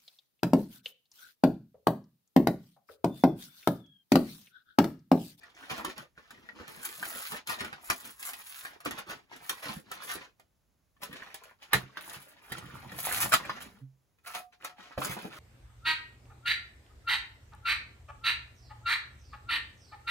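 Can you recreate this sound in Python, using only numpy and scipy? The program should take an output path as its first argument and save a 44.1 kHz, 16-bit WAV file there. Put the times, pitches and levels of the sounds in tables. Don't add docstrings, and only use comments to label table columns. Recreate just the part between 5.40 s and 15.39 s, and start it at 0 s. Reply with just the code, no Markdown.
import sys
import numpy as np
from scipy import signal
from scipy.fft import rfft, irfft, next_fast_len
from scipy.io import wavfile
from scipy.ndimage import map_coordinates

SR = 44100
rng = np.random.default_rng(int(sys.argv[2]) if len(sys.argv) > 2 else 0)


def wrap_up_sound(samples):
    columns = np.atleast_2d(samples).T
    tamed = np.clip(columns, -1, 1)
    steps = np.round(tamed * 32767).astype(np.int16)
    wavfile.write(sys.argv[1], SR, steps)


N = 440548

# full_grip_s, held_s, rubbing_db, fizz_db (re rubbing), flexing_db (re rubbing)
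HAND_GRIPS = [(0.0, 0.11, -60.5, -28, -11.5), (0.168, 0.18, -53.5, -15, -14), (0.319, 0.1, -44.5, -15, -8),
              (0.47, 0.023, -44, -19, -7), (0.577, 0.036, -48.5, -20, -10), (0.783, 0.12, -62, -20, -23),
              (0.93, .23, -63, -19, -2), (1.18, .34, -53, -35, -6.5), (1.6, 0.19, -53, -20, -7.5),
              (1.923, 0.043, -44, -28, -12.5), (2.094, 0.036, -37.5, -8, -18), (2.19, .09, -49, -16, -6),
              (2.33, 0.097, -59.5, -26, -17), (2.44, 0.14, -61, 9.5, -16), (2.63, 0.067, -58, -10, -5),
              (2.83, 0.16, -56.5, -14, -35), (2.99, .2, -84, -18, -24), (3.23, 0.11, -52, -26, -35),
              (3.459, 0.14, -47.5, -25, -11), (3.688, 0.05, -46, -14, -7.5), (3.79, 0.053, -68.5, -34, -12),
              (3.923, 0.031, -49.5, -25, -7), (4.02, 0.084, -55, -1, -33), (4.1, 0.098, -53.5, -3, -29.5),
              (4.253, 0.073, -40.5, -9, -17), (4.368, 0.005, -57, 2, 5), (4.465, 0.027, -61, -33, -3),
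              (4.519, 0.33, -49.5, -23, -15.5), (5.627, 0.085, -56.5, -12, -0.5),
              (5.735, 0.097, -54.5, -33, -12), (5.815, 0.11, -57, -16, -36), (5.98, 0.13, -60, -13, -31),
              (6.22, 0.062, -56.5, -17, -21.5), (6.352, 0.015, -37.5, -7, -14.5),
              (6.43, 0.15, -60, -31, -4.5), (6.58, 0.21, -53.5, -19, -12.5), (6.82, 0.18, -61.5, -24, -11),
              (7.038, 0.058, -59, -3.5, -18), (7.123, 0.047, -45.5, -16, -14),
              (7.23, .35, -54.5, -10.5, -7), (7.652, 0.21, -40.5, 2.5, -38), (7.934, 0.011, -35, -2.5, -29),
              (8.001, 0.17, -48, -23, -11), (8.22, 0.052, -54, -9, -6.5), (8.31, 0.09, -68, -11.5, -0.5),
              (8.87, 0.12, -50.5, -2.5, -30), (9.225, 0.077, -55, -16, -17), (9.39, 0.14, -55, -26, -15),
              (9.6, 0.053, -47, -1.5, -3), (9.656, 0.081, -43, -2.5, -4.5), (9.79, .07, -50.5, -7.5, -3),
              (9.928, 0.071, -49, -14, -15)]
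# start_s, level_db, knock_db (re level), crack_db (re level), ring_hz
SHELL_SNAPS = [(0.033, -37.5, -32, -22, 1870), (0.306, -25.5, -11.5, -25, 1410),
               (0.324, -27, -20, -31, 1080), (0.378, -26.5, -9.5, -15, 1080),
               (0.447, -20, -16.5, -13, 1055), (0.579, -29, -25, -13, 1330),
               (0.777, -42.5, -8.5, -44, 1490), (0.906, -35, -22, -13, 1530),
               (1.089, -37.5, -40.5, -45, 1900), (1.199, -37, -3, -28, 1480),
               (1.279, -34, -20, -12.5, 1255), (1.628, -23, -44, -36, 1580), (1.919, -27, -10, -13, 1170),
               (2.072, -30, -31, -3.5, 1020), (2.097, -18.5, -32, -16, 1100),
               (2.206, -19, -16, -18.5, 1480), (2.246, -24.5, -16, -17, 1450),
               (2.328, -27.5, -21, -24, 1484), (2.5, -9.5, -22.5, -13.5, 1170),
               (2.933, -28, -45, -11, 2560), (2.998, -36.5, -46, -19, 1670), (3.25, -26, -48, -19, 1630),
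               (3.403, -36.5, -43, -14, 1230), (3.458, -19.5, -10.5, -21, 1280),
               (3.509, -23, -14.5, -13.5, 1910), (3.962, -39.5, -18.5, -8, 1780),
               (4.094, -16.5, -24, -7, 1720), (4.257, -32, -16, -23, 1460), (4.291, -28, -11.5, -33, 1020),
               (4.515, -23, -34, -14.5, 1300), (4.714, -25.5, -41, -8, 1340),
               (4.754, -30.5, -11.5, -6.5, 1010), (4.823, -41.5, -24, -36, 1010),
               (4.997, -44.5, -28, -15, 710), (5.565, -55.5, -20, -26, 1100),
               (5.728, -31, -12.5, -15, 1760), (5.943, -30, -43, -5.5, 810), (6.036, -39, -44, -8, 1440),
               (6.332, -6, -27.5, -12.5, 1880), (6.341, -16, -15, -25, 1870), (6.35, -29, -9, -11, 1870),
               (6.571, -23.5, -25, -25.5, 1570), (6.696, -40, -10, -1.5, 1410),
               (7.12, -24, -18, -11.5, 1910), (7.182, -29, -21, -11.5, 900), (7.518, -32, -11, -15.5, 1800),
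               (7.586, -27.5, -35, -11, 700), (7.921, -13, -38, -15.5, 1530), (7.929, -9, -38, -13.5, 1176),
               (7.937, -4.5, -33.5, -11, 1270), (8.051, -28.5, -13.5, -19, 1580),
               (8.095, -19.5, -30, -31.5, 1056), (8.786, -59.5, -18.5, -17, 2485),
               (8.949, -30.5, -23, -6, 1350), (9.247, -26.5, -41, -10, 1280), (9.384, -40, -10, -28, 815),
               (9.577, -25.5, -3, -52, 617), (9.617, -20.5, -19, -26.5, 1110), (9.647, -28, -9, -0.5, 1040),
               (9.767, -31.5, -9, -47, 870), (9.846, -38, 3.5, -61, 785)]
# start_s, level_db, fizz_db (re level)
CARD_SCUFFS = [(0.292, -24.5, -16), (0.489, -32.5, -21), (1.954, -29.5, -27), (2.183, -28.5, -28),
               (2.638, -39.5, -8), (3.444, -26.5, -14), (3.57, -28, -18), (3.691, -28, -13),
               (4.218, -29.5, -17), (4.612, -33.5, -10.5), (4.683, -24, -17), (5.615, -27.5, -11),
               (5.749, -33, -26), (6.215, -38, -19), (6.73, -33, -4), (7.812, -24.5, -5),
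               (8.198, -32.5, -11.5), (8.86, -34, -10), (8.938, -26, -31), (9.118, -47.5, -34),
               (9.237, -30.5, -20), (9.422, -40.5, -45)]
# start_s, level_db
BENCH_BUMPS = [(0.309, -45), (4.789, -57), (6.335, -22), (6.426, -38.5), (6.758, -45.5), (7.113, -37),
               (7.23, -42), (7.335, -40.5), (7.459, -40), (7.836, -32.5), (7.928, -36.5), (8.089, -44),
               (9.576, -32), (9.69, -33.5)]
# time_s, tearing_db
PEEL_CURVES = [
    [(1.27, -85), (1.288, -53), (1.37, -63), (1.448, -44), (1.538, -49.5), (1.728, -39.5), (1.97, -50.5),
     (2.04, -112)],
    [(2.58, -60), (2.662, -50.5), (2.76, -61.5), (2.822, -44.5), (2.886, -42), (2.962, -56.5),
     (3.202, -48.5), (3.38, -78)],
    [(4.55, -53), (4.584, -83), (4.622, -52), (4.758, -42.5), (4.772, -88), (4.816, -84), (4.824, -70),
     (4.85, -97)],
    [(6.58, -71), (6.604, -71), (6.61, -51.5), (6.734, -51), (6.748, -54), (6.788, -58), (6.92, -62.5),
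     (6.95, -87)],
    [(7.5, -76), (7.596, -40.5), (7.632, -48), (7.714, -40), (7.802, -38.5), (7.832, -30), (7.886, -71),
     (7.9, -50)],
]
# time_s, level_db
DRAG_CURVE = [(7.06, -63), (7.088, -71), (7.118, -49.5), (7.678, -50.5), (7.83, -43), (8.39, -59)]
# centre_hz, width_hz, level_db
PACK_MODES = [(1210, 27, -7), (1427, 34, 5), (1776, 65, 7), (1902, 36, 9), (2407, 74, 6.5), (3020, 17, 2.5),
              (3310, 16, -6), (4000, 34, -3)]
# pitch_hz, level_db, t60_s
BENCH_MODES = [(52.1, -13.5, 0.2), (84, -2.5, 0.07), (132, -2, 0.22), (192, -6.5, 0.18), (346.3, -5, 0.078)]
# pitch_hz, level_db, t60_s
FLAP_MODES = [(133, -34, 0.31), (269.6, -39.5, 0.14)]
# centre_hz, width_hz, level_db
TRAY_MODES = [(726, 6.4, 20.5), (1200, 5.7, 12.5), (1307, 38, 13.5), (2050, 18, 6), (2500, 15, 12)]
# time_s, freedom (0 to 1)
TRAY_FREEDOM = [(8.7, 0), (8.86, .5), (8.97, .55), (9.05, .3), (9.5, .15)]

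# frequency_hz, level_db (per Hz)
RUB_COLOUR = [(80, -35), (250, -22), (550, -5.5), (1200, -1), (1800, -2.5), (3200, -5), (5000, -10.5),
              (7500, -19), (15000, -29)]
TEAR_COLOUR = [(400, -34.5), (1200, 2), (3000, -5.5), (6000, -8), (8200, 1), (11000, 3), (15500, -0.5)]
TICK_COLOUR = [(400, -24.5), (1500, 4.5), (4200, 2), (7000, -10), (15000, -4)]
KNOCK_COLOUR = [(25, -22), (70, -13), (135, -10), (200, -2), (300, -6.5), (500, -7.5), (1500, -39.5)]
SHELL_COLOUR = [(100, -35.5), (350, -21), (700, 1), (1200, 4.5), (2000, 1.5), (3300, -1.5), (5000, -7.5),
                (8000, -29.5), (15000, -37)]
CRACK_COLOUR = [(1000, -36), (3500, 3.5), (6000, -4), (8500, 3.5), (12000, 1), (15500, -2)]
THUD_COLOUR = [(20, -28), (50, -1), (95, 0), (135, 6), (165, -1), (195, 0.5), (300, -11), (500, -23.5),
               (1500, -53.5)]
AIR_COLOUR = [(20, -13.5), (55, -0.5), (150, -8), (400, -17), (1000, -22), (3000, -29), (8000, -31),
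              (15000, -29.5)]

# frequency_hz, t60_s
ECHO_DECAY = [(100, 0.043), (260, 0.18), (700, 0.15), (1840, 0.11), (4850, 0.15), (12800, 0.083)]
# frequency_hz, likeness (0 to 1)
ECHO_LIKENESS = [(100, 0.86), (400, 0.07), (1000, 0.25), (2500, 0), (6000, 0)]
# time_s, left_lead_ms
LEFT_LEAD = [(0, .18), (4.6, 0.2), (6.3, 0.077), (10, 0.12)]

GRIP_ATTACK_S, GRIP_RELEASE_DB_PER_S = 0.043, 400.5
PEEL_DB, PEEL_RUB_DB = 0, -11.5
DRAG_DB, HOLLOW_DB = -4, -6.5
SNAP_T60_S = 0.038
SCUFF_SWELL_S = 0.013
TOP_HZ = 15900


def amp(db):
    return 10 ** (np.asarray(db) / 20)


def unit(x):
    return x / np.sqrt(np.mean(x ** 2) + 1e-20)


def along(points, hz):
    f, v = np.transpose(points)
    return np.interp(np.log(hz + 1), np.log(f + 1), v)


def curves(rows):
    s, *cols = np.transpose(rows)
    return [np.interp(np.arange(N) / SR, s, c) for c in cols]


def wobble(rate):
    knots = rng.standard_normal(int(N * rate / SR) + 4)
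    return map_coordinates(knots, [np.arange(N) * rate / SR], order=2)


def filtered(x, response):
    n = x.shape[-1]
    m = next_fast_len(n + SR // 8, True)
    return irfft(rfft(x, m) * response(np.fft.rfftfreq(m, 1 / SR)), m)[..., :n]


def coloured(x, spectrum):
    return unit(filtered(x, lambda hz: amp(along(spectrum, hz))))


def resonance(hz, centre, width):
    return 1j * hz * width / (centre ** 2 - hz ** 2 + 1j * hz * width)


def mode_bank(hz, modes):
    return sum(amp(db) * resonance(hz, centre, width) for centre, width, db in modes)


def slips(n, rate, scatter_db):
    hits = rng.random(n) < rate / SR
    signs = rng.choice([-1, 1], n)
    return hits * signs * amp(scatter_db * np.clip(rng.standard_normal(n), -2, 2))


def pack(x, ring_db):
    return filtered(x, lambda hz: 1 + amp(ring_db) * mode_bank(hz, PACK_MODES))


def stroke(rows):
    t = np.arange(N) / SR
    outside = np.abs(t - np.clip(t, rows[0][0], rows[-1][0]))
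    return amp(curves(rows)[0] - GRIP_RELEASE_DB_PER_S * np.minimum(outside, 1))


def room_air():
    return coloured(rng.standard_normal((2, N)) + rng.standard_normal(N), AIR_COLOUR)


def gripping():
    t = np.arange(SR) / SR
    out = np.zeros((3, N + 2 * SR))
    for s, held, rub_db, fizz_db, flex_db in HAND_GRIPS:
        attack = np.minimum(t / GRIP_ATTACK_S, 1) ** 2
        release = amp(-GRIP_RELEASE_DB_PER_S * np.maximum(t - GRIP_ATTACK_S - held, 0))
        start = SR + round((s - GRIP_ATTACK_S) * SR)
        gains = amp(rub_db) * amp([[0], [fizz_db], [flex_db]])
        out[:, start:start + SR] += gains * attack * release
    return out[:, SR:SR + N]


def crinkles(rate, centre_hz, scatter_db):
    draws = rng.standard_normal((int(rate * N / SR), 2))
    starts = rng.integers(0, N, len(draws))
    k = np.arange(SR // 70)
    pitch_hz = centre_hz * np.exp(0.41 * draws[:, 0])
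    cycles = np.outer(pitch_hz, k / SR)
    sizes = amp(scatter_db * np.clip(draws[:, 1:], -2, 2))
    pings = sizes * np.sin(2 * np.pi * cycles) * np.exp(-cycles / 2)
    places = (starts[:, None] + k).ravel()
    return unit(np.bincount(places, pings.ravel(), N + len(k))[:N])


def card_rubbing(gain):
    rub = coloured(slips(N, rate=2500, scatter_db=5), RUB_COLOUR)
    rub = unit(rub * amp(3 * wobble(90)))
    creases = crinkles(rate=280, centre_hz=1750, scatter_db=6.5)
    return pack(gain * (amp(-3) * rub + amp(-2) * creases), ring_db=-12)


def flexing(gain):
    creaks = crinkles(rate=90, centre_hz=330, scatter_db=4)
    hollow = coloured(rng.standard_normal(N), KNOCK_COLOUR)
    return gain * (amp(1) * creaks + amp(HOLLOW_DB) * hollow)


def fizz_and_tearing(gain):
    tear = coloured(slips(N, rate=1100, scatter_db=6), TEAR_COLOUR)
    tear = unit(tear * amp(3 * wobble(130) + 1.5 * wobble(25)))
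    ticks = coloured(slips(N, rate=70, scatter_db=5), TICK_COLOUR)
    return amp(3.5) * gain * (tear + amp(-8) * ticks)


def dragging():
    return amp(DRAG_DB) * stroke(DRAG_CURVE) * coloured(rng.standard_normal(N), THUD_COLOUR)


def handling():
    rubbing, fizz, flex = gripping()
    pull = sum(stroke(rows) for rows in PEEL_CURVES)
    card = card_rubbing(np.hypot(rubbing, amp(PEEL_RUB_DB) * pull))
    fibres = fizz_and_tearing(np.hypot(fizz, amp(PEEL_DB) * pull))
    return card + flexing(flex) + fibres + dragging()


def workshop(x):
    hop, size = SR // 18, SR // 4
    out = np.zeros((2, N + 4 * hop + size))
    padded = np.pad(x, (hop, 2 * hop))
    window = np.sqrt(np.hanning(2 * hop))
    for i in range(0, N + hop, hop):
        hz, t, z = signal.stft(rng.standard_normal((2, size)), SR, nperseg=256)
        turn = np.arccos(np.clip(along(ECHO_LIKENESS, hz), -1, 1)) / 2
        z = z * np.array([np.cos(turn), np.sin(turn)])[:, :, None]
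        near_bench = 1 + 0.37 * np.exp(-t / 0.049)
        decay = near_bench * amp(-60 * t / along(ECHO_DECAY, hz)[:, None])
        mid, side = signal.istft(z * decay, SR, nperseg=256)[1]
        tail = np.array([mid + side, mid - side])
        tail = tail / np.linalg.norm(tail[0])
        piece = padded[i:i + 2 * hop] * window
        echo = signal.fftconvolve(piece[None], tail, axes=1)
        out[:, i:i + echo.shape[1]] += echo
    return out[:, hop:hop + N]


def snaps():
    size = SR // 5
    t = np.arange(size) / SR
    out = np.zeros(N + size)
    for s, db, knock_db, crack_db, ring_hz in SHELL_SNAPS:
        fade = amp(-60 * t / SNAP_T60_S)
        rise = 1 - np.exp(-t / 0.0014)
        knock = coloured(rng.standard_normal(size), KNOCK_COLOUR) * amp(-60 * t / 0.11)
        clack = coloured(slips(size, rate=9000, scatter_db=-0.5), SHELL_COLOUR) * fade
        crack = coloured(slips(size, rate=7000, scatter_db=-1), CRACK_COLOUR) * fade ** 3.17
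        ring = np.sin(2 * np.pi * ring_hz * t) * amp(-60 * t / 0.016)
        ring_db = -9.5 - 0.31 * crack_db
        burst = amp(knock_db - 1.5) * knock + amp(-7.5) * clack + amp(crack_db + 14.5) * crack
        start = round(s * SR)
        out[start:][:size] += amp(db) * (rise * burst + amp(ring_db) * ring)
        lead = min(start, SR // 40)
        strain = coloured(slips(size, rate=3200, scatter_db=4.5), SHELL_COLOUR) * amp(-60 * t / 0.054)
        out[start - lead:start] += amp(db - 27.5) * strain[:lead][::-1]
    return pack(out[:N], ring_db=-6)


def scuffs():
    size = SR // 4
    t = np.arange(size) / SR
    out = np.zeros(N + size)
    for s, db, fizz_db in CARD_SCUFFS:
        u = t / SCUFF_SWELL_S
        swell = (u * np.exp(1 - u)) ** 2
        grain = coloured(slips(size, rate=1700, scatter_db=2.5), RUB_COLOUR)
        fizz = coloured(slips(size, rate=490, scatter_db=9.5), TEAR_COLOUR)
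        out[round(s * SR):][:size] += amp(db) * swell * (amp(-11.5) * grain + amp(fizz_db) * fizz)
    return pack(out[:N], ring_db=-13)


def bumps():
    t = np.arange(SR // 3) / SR
    out = np.zeros(N + len(t))
    for s, db in BENCH_BUMPS:
        ring = 0
        for hz, level, t60 in BENCH_MODES:
            fade = amp(level + rng.normal(0, 0.77) - 60 * t / t60)
            ring = ring + fade * np.sin(2 * np.pi * (hz * rng.normal(1, 0.018) * t + rng.random()))
        soft_onset = 1 - np.exp(-t / 0.0044)
        out[round(s * SR):][:len(t)] += amp(db - 1.5) * ring * soft_onset
    return out[:N]


def flap(start_s=8.405, swell_s=0.041):
    t = np.maximum(np.arange(N) / SR - start_s, 0)
    rise = np.sin(np.pi / 2 * np.minimum(t / swell_s, 1)) ** 2
    hum = sum(amp(db - 60 * t / t60) * np.sin(2 * np.pi * hz * t) for hz, db, t60 in FLAP_MODES)
    return hum * rise


def tray(touches):
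    freedom, = curves(TRAY_FREEDOM)
    return filtered(touches * freedom, lambda hz: mode_bank(hz, TRAY_MODES))


def scene():
    air = room_air()
    touches = handling() + snaps() + scuffs()
    source = touches + tray(touches)
    lead_ms, = curves(LEFT_LEAD)
    right = map_coordinates(source, [np.arange(N) - lead_ms * SR / 1000])
    direct = np.array([source, right])
    bass = (bumps() + flap()) * amp([[-2], [1.5]])
    return amp(-4.5) * direct + amp(-2.5) * workshop(source) + bass + amp(-74.5) * air


def record(dry):
    def treble_share(hz):
        return 1 / (1 + (6600 / (hz + 1)) ** 16)

    def left_lag(hz):
        return np.exp(-2j * np.pi * (hz - 6200) / 4800)

    def low_band(hz):
        bass_cut = 1 / np.sqrt(1 + (36 / (hz + 1)) ** 8)
        return np.sqrt(1 - treble_share(hz)) * bass_cut

    def high_band(hz):
        return np.sqrt(treble_share(hz)) * np.array([left_lag(hz), np.ones_like(hz)])

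    low = filtered(dry, low_band) * amp([[-0.4], [0.4]])
    high = filtered(dry[0], high_band)
    return filtered(low + high, lambda hz: 1 / (1 + (hz / TOP_HZ) ** 200))


dry = scene()
out = record(dry)
wrap_up_sound(out)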